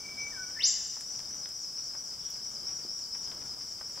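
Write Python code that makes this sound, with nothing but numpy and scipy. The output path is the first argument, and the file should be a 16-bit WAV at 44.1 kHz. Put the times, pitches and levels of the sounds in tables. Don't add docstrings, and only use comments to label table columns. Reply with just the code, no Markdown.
import sys
import numpy as np
from scipy import signal
from scipy.fft import rfft, irfft
from scipy.io import wavfile

SR = 44100
rng = np.random.default_rng(int(sys.argv[2]) if len(sys.argv) > 2 else 0)


def to_wav(sig):
    pcm = np.clip(np.atleast_2d(sig), -1, 1) * 32767
    pcm = np.round(pcm).astype(np.int16)
    wavfile.write(sys.argv[1], SR, pcm.T)


N = 176400

# hz, level_db_per_hz
HUSH_SPECTRUM = [(20, -5.5), (60, -0.5), (150, 1.5), (350, -4), (800, -7), (1300, -9), (1600, -9),
                 (1900, -21), (2200, -12.5), (2650, -26), (3200, -8.5), (3420, -35.5), (3620, -9),
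                 (3950, -35.5), (5000, -16), (9000, -35.5)]
# hz, level_db_per_hz
HISS_SPECTRUM = [(100, -13), (9000, 1), (16000, 1.5)]
# hz, level_db_per_hz
CHORUS_SPECTRUM = [(3900, -31.5), (4300, -26.5), (4620, -8), (4810, -24.5), (4980, 0), (5300, 1.5),
                   (5600, -4.5), (5900, -10), (6300, -14.5), (6800, -29), (7500, -27), (9200, -57)]
# hz, level_db_per_hz
FIZZ_SPECTRUM = [(4500, -52), (5500, 2), (6500, -3.5), (7400, 1), (8100, 1), (9200, -8.5), (11000, -11.5)]
# start_s, knock_db, crack_db, snap_db, snap_centre_hz
TICKS = [(0.967, -48, -54, -59, 8000), (1.009, -57, -45, -33, 7160), (1.192, -56, -44, -41.5, 6940),
         (1.203, -56, -45, -39, 5000), (1.458, -54, -41, -47, 5040), (1.489, -63, -65, -41, 7250),
         (1.949, -46, -65, -58, 8000), (2.304, -73, -54, -41, 14500), (3.275, -57, -46, -60, 8000),
         (3.317, -47.5, -44, -56, 8000), (3.323, -60, -55, -60, 8000), (3.462, -59, -50, -54, 8000),
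         (3.811, -46.5, -67, -56, 8000), (3.974, -46, -47, -50, 8000)]
# top_s, pitch_hz, level_db (relative)
CICADA_SWELLS = [(.01, 6060, -4), (.235, 5960, -2), (.44, 5814, -2), (.66, 5870, 3), (.88, 5860, -3.5),
                 (1.105, 5846, 0.5), (1.335, 5874, -1), (1.565, 5764, 0.5), (1.8, 5720, 0.5),
                 (2.012, 5740, -1), (2.25, 5733, -0.5), (2.472, 5706, 1.5), (2.715, 5730, 0.5),
                 (2.945, 5655, 1.5), (3.18, 5663, -0.5), (3.415, 5710, -2), (3.65, 5728, -1.5),
                 (3.88, 5626, -1)]
# age_s (from its top), pitch_offset_hz, level_db (relative)
SWELL_SHAPE = [(-.08, -750, -2.5), (-.052, -330, -0.5), (-.028, -39.5, 2.5), (.01, 1, -1),
               (.044, -40.5, -4.5), (.07, -250, 0.5), (.092, -720, -0.5), (.13, -900, -8)]
# time_s, level_db
WHISTLE_LEVEL = [(0, -60), (.035, -61), (0.061, -44.5), (.076, -72), (.09, -45.5), (.105, -62), (.12, -47),
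                 (.15, -75), (.185, -43.5), (0.219, -40.5), (.24, -50.5), (.29, -48), (0.311, -70)]
# time_s, pitch_hz, level_db
SLUR_GLIDE = [(.31, 2036, -70), (.33, 1772, -52), (.35, 1621, -55.5), (.38, 1513, -48), (.41, 1515, -45.5),
              (.465, 1464, -54.5), (.495, 1470, -70), (.53, 1590, -75), (.562, 1720, -64)]
# time_s, pitch_hz, level_db
WHIP_GLIDE = [(.558, 1729, -59), (.572, 1775, -46.5), (.587, 1785, -49), (.598, 2260, -42.5),
              (.613, 3100, -33), (.627, 3900, -40), (.637, 4660, -27), (.644, 5200, -20),
              (.654, 6100, -26.5), (.665, 6950, -27.5), (.677, 7360, -32), (.693, 7400, -45)]

HUSH_DB, HUSH_SIDE_DB, HUSH_PAN_DB = -57, -5.5, 0.5
HUSH_WANDER_DB, HUSH_WANDER_HZ = 1.72, 1.33
HISS_DB, HISS_SIDE_DB, HISS_PAN_DB = -66, 0, 0.91
CHORUS_DB, CHORUS_SIDE_DB, CHORUS_PAN_DB = -45, -13, 2.5
CHORUS_FLICKER_DB, CHORUS_FLICKER_HZ = 1.82, 17
FIZZ_DB, FIZZ_SIDE_DB, FIZZ_PAN_DB = -58, -1.5, 1.6
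CHIRP_S, CHIRP_WIDTH_S, CHIRP_HZ, CHIRP_DB = 2.27, 0.078, (2920, 3660), -62
KNOCK_HZ, CRACK_HZ, SNAP_SPREAD_RATIO = (445, 1570), (1700, 3740), 1.25
KNOCK_DECAY_S, CRACK_DECAY_S, SNAP_DECAY_S = 0.0081, 0.0012, 0.0014
STEP_S, STEP_HZ, STEP_DECAY_S, STEP_DB = 2.849, (220, 430), .012, -46.5
LITTER_PER_S, LITTER_DECAY_S, LITTER_HZ, LITTER_DB = 30, 0.0088, (400, 3000), -69
TICK_WET_DB, TICK_SIDE_DB, TICK_PAN_DB = -10, -11, 1.5
CICADA_BASE_DB, CICADA_WET_DB, CICADA_SIDE_DB, CICADA_PAN_DB = -45.5, 0.5, -7.5, 2.5
CICADA_JITTER_RATIO, CICADA_JITTER_HZ = 0.0157, 498
CICADA_FLUTTER_DB, CICADA_FLUTTER_HZ = 2.5, 28
RASP_AFTER_S, RASP_S, RASP_FROM_HZ, RASP_TO_HZ = .025, .07, 7300, 5840
RASP_JITTER_RATIO, RASP_JITTER_HZ, RASP_BASE_DB = .05, 747, -58
WHISTLE_CENTRE_HZ, OVERTONE_DB, BIRD_PAN_DB = 2294, -40.5, 2
BIRD_WAVER_RATIO, BIRD_WAVER_HZ = 0.0057, 75
WHISTLE_WET_DB, SLUR_WET_DB, WHIP_WET_DB = -4.5, -9, -1.5
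LEAVES_DB, LEAVES_DECAY_S = -3.5, 0.0028
EARLY_DECAY_S, EARLY_DB, FOREST_T60_S, FOREST_DELAY_S = 0.045, -2, 0.95, 0.0043
TOP_HZ = 15720


def undb(db):
    return 10 ** (np.asarray(db) / 20)


def unit(x):
    return x / np.sqrt(np.mean(x ** 2))


def pan(x, left_db):
    return x * undb(np.array([[left_db], [-left_db]]) / 2)


def mid_side(mid, side, side_db):
    return mid + undb(side_db) * side * np.array([[1], [-1]])


def walk(rate_hz):
    hz = np.fft.rfftfreq(N, 1 / SR)
    spectrum = rfft(rng.standard_normal(N)) / (1 + (hz / rate_hz) ** 4)
    return unit(irfft(spectrum, N))


def noise(points, side_db):
    point_hz, point_db = np.array(points, float).T
    hz = np.fft.rfftfreq(N, 1 / SR)
    gain = undb(np.interp(np.log(hz + 1), np.log(point_hz), point_db))
    mid, side = irfft(rfft(rng.standard_normal((2, N))) * gain, N)
    return mid_side(unit(mid), unit(side), side_db)


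def band(edges_hz):
    edges_hz = np.clip(edges_hz, 1, SR / 2 - 1)
    sos = signal.butter(2, edges_hz, "band", fs=SR, output="sos")
    return unit(signal.sosfilt(sos, rng.standard_normal(N)))


def turn(hz):
    return 2 * np.pi * np.cumsum(hz) / SR


def gate(t, start_s, end_s, ramp_s):
    return np.clip(np.minimum(t - start_s, end_s - t) / ramp_s, 0, 1)


def decay(t, start_s, decay_s):
    return (t >= start_s) * np.exp(-np.minimum(np.abs(t - start_s) / decay_s, 20))


def forest(x, wet_db, side_db):
    t = np.arange(SR) / SR
    onset = np.clip(t / FOREST_DELAY_S - .5, 0, 1)
    early = onset * np.exp(-t / EARLY_DECAY_S)
    tail = onset * undb(-60 * t / FOREST_T60_S)
    shape = np.hypot(undb(EARLY_DB) * unit(early), unit(tail)) / np.sqrt(SR)
    mid, side = rng.standard_normal((2, SR)) * shape
    response = mid_side(mid, side, side_db)
    return x + undb(wet_db) * signal.fftconvolve(x[None], response, axes=1)[:, :N]


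def hush():
    level_db = HUSH_DB + HUSH_WANDER_DB * walk(HUSH_WANDER_HZ)
    air = noise(HUSH_SPECTRUM, HUSH_SIDE_DB) * undb(level_db)
    hiss = noise(HISS_SPECTRUM, HISS_SIDE_DB) * undb(HISS_DB)
    return pan(air, HUSH_PAN_DB) + pan(hiss, HISS_PAN_DB)


def chorus():
    level_db = CHORUS_DB + CHORUS_FLICKER_DB * walk(CHORUS_FLICKER_HZ)
    drone = noise(CHORUS_SPECTRUM, CHORUS_SIDE_DB) * undb(level_db)
    fizz = noise(FIZZ_SPECTRUM, FIZZ_SIDE_DB) * undb(FIZZ_DB)
    return pan(drone, CHORUS_PAN_DB) + pan(fizz, FIZZ_PAN_DB)


def far_chirp(t):
    envelope = np.exp(-((t - CHIRP_S) / CHIRP_WIDTH_S) ** 2)
    return undb(CHIRP_DB) * envelope * band(CHIRP_HZ)


def litter_crackle():
    grains = (rng.random(N) < LITTER_PER_S / SR) * rng.random(N)
    envelope = signal.lfilter([1], [1, -np.exp(-1 / (LITTER_DECAY_S * SR))], grains)
    return undb(LITTER_DB) * unit(envelope * band(LITTER_HZ))


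def footfalls(t):
    out = undb(STEP_DB) * decay(t, STEP_S, STEP_DECAY_S) * band(STEP_HZ)
    knock, crack = band(KNOCK_HZ), band(CRACK_HZ)
    for start_s, knock_db, crack_db, snap_db, snap_hz in TICKS:
        snap = band([snap_hz / SNAP_SPREAD_RATIO, snap_hz * SNAP_SPREAD_RATIO])
        out += undb(knock_db) * decay(t, start_s, KNOCK_DECAY_S) * knock
        out += undb(crack_db) * decay(t, start_s, CRACK_DECAY_S) * crack
        out += undb(snap_db) * decay(t, start_s, SNAP_DECAY_S) * snap
    out += litter_crackle()
    return pan(forest(out, TICK_WET_DB, TICK_SIDE_DB), TICK_PAN_DB)


def cicada(t):
    out = np.zeros(N)
    tone_jitter = 1 + CICADA_JITTER_RATIO * walk(CICADA_JITTER_HZ)
    rasp_jitter = 1 + RASP_JITTER_RATIO * walk(RASP_JITTER_HZ)
    flutter_db = CICADA_FLUTTER_DB * walk(CICADA_FLUTTER_HZ)
    ages_s, bend_hz, shape_db = np.array(SWELL_SHAPE).T
    for top_s, pitch_hz, swell_db in CICADA_SWELLS:
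        near = np.abs(t - top_s) < .25
        age_s = t[near] - top_s

        tone_db = CICADA_BASE_DB + np.interp(age_s, ages_s, shape_db) + flutter_db[near]
        tone_gain = undb(tone_db) * gate(age_s, ages_s[0], ages_s[-1], .008)
        tone_hz = pitch_hz + np.interp(age_s, ages_s, bend_hz)
        tone = tone_gain * np.sin(turn(tone_hz * tone_jitter[near]))

        rasp_age_s = age_s - RASP_AFTER_S
        rasp_hz = np.interp(rasp_age_s, [0, RASP_S], [RASP_FROM_HZ, RASP_TO_HZ])
        rasp_gain = undb(RASP_BASE_DB) * gate(rasp_age_s, 0, RASP_S, 0.013)
        rasp = rasp_gain * np.sin(turn(rasp_hz * rasp_jitter[near]))

        out[near] += np.sqrt(2) * undb(swell_db) * (tone + rasp)
    return pan(forest(out, CICADA_WET_DB, CICADA_SIDE_DB), CICADA_PAN_DB)


def bird_note(t, times_s, pitch_hz, level_db):
    phase = turn(pitch_hz * (1 + BIRD_WAVER_RATIO * walk(BIRD_WAVER_HZ)))
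    gain = undb(np.interp(t, times_s, level_db)) * gate(t, times_s[0], times_s[-1], 0.0026)
    return np.sqrt(2) * gain * (np.sin(phase) + undb(OVERTONE_DB) * np.sin(2 * phase))


def bird_glide(t, table):
    times_s, pitch_hz, level_db = np.array(table).T
    return bird_note(t, times_s, np.interp(t, times_s, pitch_hz), level_db)


def leaf_scatter(t, x):
    leaves = unit(rng.standard_normal(N) * np.exp(-t / LEAVES_DECAY_S)) / np.sqrt(N)
    scattered = signal.fftconvolve(x, leaves)[:N]
    return (x + undb(LEAVES_DB) * scattered) / np.hypot(1, undb(LEAVES_DB))


def whipbird(t):
    times_s, level_db = np.array(WHISTLE_LEVEL).T
    whistle = bird_note(t, times_s, WHISTLE_CENTRE_HZ, level_db)
    slur = bird_glide(t, SLUR_GLIDE)
    whip = leaf_scatter(t, bird_glide(t, WHIP_GLIDE))
    song = forest(whistle, WHISTLE_WET_DB, side_db=-35)
    song += forest(slur, SLUR_WET_DB, side_db=-20)
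    song += forest(whip, WHIP_WET_DB, side_db=-13)
    return pan(song, BIRD_PAN_DB)


def scene():
    t = np.arange(N) / SR
    return hush() + chorus() + far_chirp(t) + footfalls(t) + cicada(t) + whipbird(t)


def record(dry):
    sos = signal.ellip(14, .1, 70, TOP_HZ, fs=SR, output="sos")
    return signal.sosfilt(sos, dry)


dry = scene()
out = record(dry)
to_wav(out)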